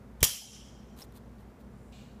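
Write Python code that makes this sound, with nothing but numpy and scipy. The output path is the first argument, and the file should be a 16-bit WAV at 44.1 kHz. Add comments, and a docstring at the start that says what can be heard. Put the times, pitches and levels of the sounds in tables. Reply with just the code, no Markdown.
"""A spring-loaded desoldering pump fires at an electronics bench, over a low hum.
Its catch clicks, and the piston gulps air, slams into its stop and chatters. The steel spring rings
on while automatic gain control turns the hum down. The pump is lifted away with a soft knock.
Then the soldering iron scratches at the joint, flux sizzles and a hand slides over the bench."""
import sys
import numpy as np
from scipy import signal
from scipy.fft import rfft, irfft
from scipy.io import wavfile
from scipy.ndimage import uniform_filter1d, minimum_filter1d

SR = 44100
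rng = np.random.default_rng(int(sys.argv[2]) if len(sys.argv) > 2 else 0)


def generate_wav(signal):
    """Clip the signal to [-1, 1] and save it as 16-bit WAV at the path in sys.argv[1]."""
    frames = np.transpose(np.atleast_2d(signal))
    scaled = np.clip(frames, -1, 1) * 32767
    pcm = np.round(scaled).astype(np.int16)
    wavfile.write(sys.argv[1], SR, pcm)


N = 97020

TOP_HZ = 15300
HIT_RISE_S, THUMP_S = .00023, .2301
# tone of the pump's plastic barrel (frequency [Hz], relative level [dB])
BARREL_TONE = [(150, -4.5), (450, 0), (1000, -14), (1700, -4.5), (2350, -1.5), (2700, -9), (3100, 5),
               (4200, -6), (5800, 1), (8000, 0), (11000, 0.5), (15000, -2.5)]


def amp(db):
    """Turns decibels into a gain."""
    return 10 ** (np.asarray(db) / 20)


def unit(x):
    """Scales a signal to an average (rms) level of 1."""
    return x / np.sqrt(np.mean(x ** 2) + 1e-20)


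def look_up(table, hz):
    """Reads between a table's rows on a log-frequency scale."""
    f, value = np.transpose(table)
    return np.interp(np.log(hz + 1), np.log(f + 1), value)


def noise(tone, tilt_db=0):
    """Noise with a given tone, tilted per octave below 6000 Hz: a positive tilt sounds thinner."""
    hz = np.fft.rfftfreq(N, 1 / SR)
    db = look_up(tone, hz) + tilt_db * np.log2(np.clip(hz, 1, 6000) / 6000)
    return unit(irfft(rfft(rng.standard_normal(N)) * amp(db) * (hz < TOP_HZ), N))


def wander(seconds):
    """A smooth random wobble; more seconds make it slower."""
    hz = np.fft.rfftfreq(N, 1 / SR)
    smoothing = np.exp(-(hz * seconds) ** 2) * (hz > 0)
    return unit(irfft(rfft(rng.standard_normal(N)) * smoothing, N))


def since(start):
    """Seconds since a moment, zero before it."""
    return np.maximum(np.arange(N) / SR - start, 0)


def ring(start, rise, fade, hold=0):
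    """A level that rises and dies away; a fade time is the seconds it takes to drop 60 dB."""
    return np.minimum(since(start) / rise, 1) * amp(-60 * since(start + hold) / fade)


def bump(at, width):
    """A bell-shaped swell, timed in seconds."""
    return np.exp(-.5 * ((np.arange(N) / SR - at) / width) ** 2)


def band(hz, width_hz):
    """Noise gathered around one pitch."""
    return unit(wander(1 / width_hz) * np.sin(2 * np.pi * hz * since(0)))


def room_hum():
    """Low, wavering tones over the dull hiss of room air."""
    # tones of the hum (frequency [Hz], level [dB])
    hum_tones = [(59.2, -55), (126, -63), (204.6, -60), (237, -62.5)]
    # room air (frequency [Hz], relative level [dB])
    air_tone = [(20, -44), (32, -21.5), (48, -8), (75, -7.5), (110, -5), (170, -7.5), (215, -4), (300, -14),
                (420, -12.5), (700, -19), (1000, -22.5), (1400, -26), (2200, -32.5), (3100, -39),
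                (6000, -43.5), (9000, -46), (15000, -48)]
    waver, waver_s = .29, .07
    hum = 0
    for hz, db in hum_tones:
        swell = 1 + waver * wander(waver_s)
        phase = 2 * np.pi * (hz * since(0) + rng.random()) + waver * wander(waver_s)
        hum += amp(db) * unit(swell * np.sin(phase))
    return hum + amp(-53) * noise(air_tone)


def catch():
    """The catch lets go, and tiny contacts click through the barrel."""
    # catch and piston contacts (time [s], level [dB], fade time [s])
    clicks = [(.2062, -43, .014), (.2098, -48.5, .010), (.218, -50, .012), (.2252, -48.5, .02)]
    level = sum(amp(db) * ring(at, HIT_RISE_S, fade) for at, db, fade in clicks)
    return level * noise(BARREL_TONE, tilt_db=-1)


def spring_ring(start, tilt_db=0):
    """One knock on the spring: a shimmer of crowded, beating tones, with a few standing out."""
    # the shimmer's tone (frequency [Hz], relative level [dB])
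    shimmer_tone = [(300, -10.5), (1100, -6), (1800, -8.5), (2600, -4), (2900, 0), (3170, 6.5), (3550, -4),
                    (4300, -7.5), (5200, 1), (5750, 4), (6500, -1), (7300, 0.5), (8300, -4.5), (10500, 0),
                    (15000, -7)]
    # how long the shimmer rings (frequency [Hz], fade time [s])
    fade_times = [(300, .3), (1500, 0.34), (3100, 0.58), (6000, .6), (9000, .5), (15000, .39)]
    # the spring's strongest tones (frequency [Hz], level [dB], fade time [s])
    clear_tones = [(3085, -40.5, .45), (3067, -32.5, .45), (3359, -37.5, .42), (5620, -30, .42),
                   (5750, -38, .42), (6708, -37, .4), (8700, -39, .4), (9683, -32, .36), (10209, -36, 0.28),
                   (10800, -36, .36), (11289, -34.5, .36), (12589, -38, .33)]

    def treble_gain(f):
        return amp(tilt_db * np.log2(np.maximum(f / 3200, 1)))

    # split noise into a grid of pitch and time, so each pitch can fade at its own pace
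    hz, t, grid = signal.stft(noise(shimmer_tone), SR, nperseg=256)
    hz, age = hz[:, None], np.maximum(t - start, 0)
    beats = uniform_filter1d(rng.standard_normal(grid.shape), size=12, axis=1)
    beats = unit(uniform_filter1d(beats, size=2, axis=0))
    main_fade = amp(-60 * age / look_up(fade_times, hz))
    faint_tail = amp(-35.5 - 60 * age / 2.4) / (1 + (hz / 8030) ** 8)
    grid *= amp(2.5 * beats) * (main_fade + faint_tail) * treble_gain(hz)
    shimmer = signal.istft(grid, SR, nperseg=256)[1][:N]
    flutter = amp(.5 * wander(.002))
    rise = np.minimum(since(start) / .0033, 1)
    sound = amp(-19) * shimmer * flutter * rise
    for f, db, fade in clear_tones:
        tone = np.sin(2 * np.pi * (f * since(start) + rng.random()))
        sound += amp(db) * treble_gain(f) * ring(start, HIT_RISE_S, fade) * tone
    return sound


def spring():
    """The piston's first blow sets the spring ringing; duller jolts come before and after."""
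    # light jolts (time [s], level against the main ring [dB], treble tilt [dB per octave])
    jolts = [(.209, -25, -13.5), (0.527, -26.5, -6)]
    return spring_ring(start=.229) + sum(amp(db) * spring_ring(at, tilt) for at, db, tilt in jolts)


def air_pulse():
    """The piston sucks air as it flies and rebounds, and pushes air as it stops."""
    # gulps of suction (time [s], level [dB], width [s])
    gulps = [(0.221, -22, .0018), (.234, -18, 0.0022)]
    suction = sum(amp(db) * bump(at, width) for at, db, width in gulps)
    push = amp(-6.5) * bump(THUMP_S, width=.0013)
    bass_cut = signal.butter(1, 46.7, "high", fs=SR)
    return signal.lfilter(*bass_cut, push - suction)


def piston():
    """The piston cracks against its stop and bounces, shaking the barrel each time."""
    # blows on the stop (time [s], level [dB], fade time [s], tilt [dB per octave])
    blows = [(0.2286, -4, 0.015, -0.5), (0.2299, 2.5, 0.012, 0), (0.2322, -9, 0.025, -1),
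             (0.2373, -13, .025, 4.5), (0.2404, 0.5, 0.0062, 5), (0.2428, -8, 0.036, 4.5),
             (0.2478, -8, 0.029, 4)]
    return sum(amp(db) * ring(at, HIT_RISE_S, fade) * noise(BARREL_TONE, tilt)
               for at, db, fade, tilt in blows)


def room_boom():
    """The room answers the snap with a short, low boom."""
    # the boom's tone (frequency [Hz], relative level [dB])
    boom_tone = [(25, -20), (60, 0), (130, -4), (260, -14.5), (600, -16.5), (1200, -20), (3000, -40)]
    return amp(-31.5) * ring(THUMP_S, rise=.01, fade=.3) * noise(boom_tone)


def bench_knock():
    """A soft knock on the bench as the pump is lifted away."""
    return amp(-47) * ring(start=.414, rise=.006, fade=.12) * band(hz=770, width_hz=160)


def iron_scratches():
    """The iron's tip scrapes the joint in short, gritty strokes, and squeaks once."""
    # strokes of the tip (middle time [s], width [s], level [dB])
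    strokes = [(.977, 0.0083, -59.5), (0.99, 0.0019, -53.5), (1.004, 0.0073, -53), (1.023, 0.0074, -55),
               (1.042, 0.0084, -61), (1.124, 0.0021, -62), (1.164, 0.013, -60.5), (1.174, 0.0056, -65.5),
               (1.404, 0.016, -71), (1.608, 0.0085, -67.5)]
    # the scraping's tone (frequency [Hz], relative level [dB])
    scrape_tone = [(1000, 1.5), (2700, -4.5), (4100, 3), (4700, -1.5), (5400, -9), (6400, -3.5), (8200, -4),
                   (9500, -2.5), (10300, -3), (12800, -2), (15000, -4)]
    level = sum(amp(db) * bump(at, width) for at, width, db in strokes)
    grit = unit(noise(scrape_tone) * amp(2.5 * wander(.0031)))
    squeak = amp(-50.5) * bump(at=1.024, width=.0056) * band(hz=5340, width_hz=420)
    return level * grit + squeak


def flux_sizzle():
    """Flux, the cleaning agent in solder, sizzles thinly on the hot iron."""
    # the sizzle's tone (frequency [Hz], relative level [dB])
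    sizzle_tone = [(3000, -28), (6300, -17), (7200, 1), (8200, -9), (9100, -5), (9500, 1), (10000, -18),
                   (15000, -20)]
    return amp(-76.5) * bump(at=1.87, width=.1) * noise(sizzle_tone)


def hand_slide():
    """A hand rubs over the bench, fading as it slows to rest."""
    # the rubbing's tone (frequency [Hz], relative level [dB])
    rub_tone = [(1000, -41), (2000, -14), (2450, 5.5), (2620, -5), (2820, 6.5), (3100, -2), (4100, 1.5),
                (5200, -8), (7800, -5.5), (9000, -20), (15000, -19)]
    return amp(-61.5) * ring(start=1.921, rise=.0026, fade=.75, hold=.091) * noise(rub_tone)


def scene():
    """Everything at the bench, added into one channel."""
    sound = room_hum() + catch() + spring() + air_pulse() + piston() + room_boom()
    sound += bench_knock() + iron_scratches() + flux_sizzle() + hand_slide()
    return sound[None]


def record(dry):
    """Gain control dips fast, holds and recovers slowly; peaks are rounded and the top treble is cut."""
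    limit_db, duck_share, hold_s, recover_db_per_s = -24, .5, .2, 37
    ceiling = .66
    level_db = 10 * np.log10(abs(uniform_filter1d(dry[0] ** 2, size=400)) + 1e-12)
    cut_db = np.maximum(level_db - limit_db, 0) * duck_share
    hold = 2 * int(hold_s * SR / 2) + 1
    # keep the deepest recent cut, then let it go at a steady rate
    held_db = -minimum_filter1d(-cut_db, hold, origin=hold // 2, mode="constant")
    recovery_db = since(0) * recover_db_per_s
    duck_db = np.maximum.accumulate(held_db + recovery_db) - recovery_db
    gain = amp(-uniform_filter1d(duck_db, size=64))
    rounded = ceiling * np.tanh(dry * gain / ceiling)
    treble_cut = signal.firwin(511, TOP_HZ, window=("kaiser", 9), fs=SR)
    return signal.oaconvolve(rounded, treble_cut[None], "same")


dry = scene()
out = record(dry)
generate_wav(out)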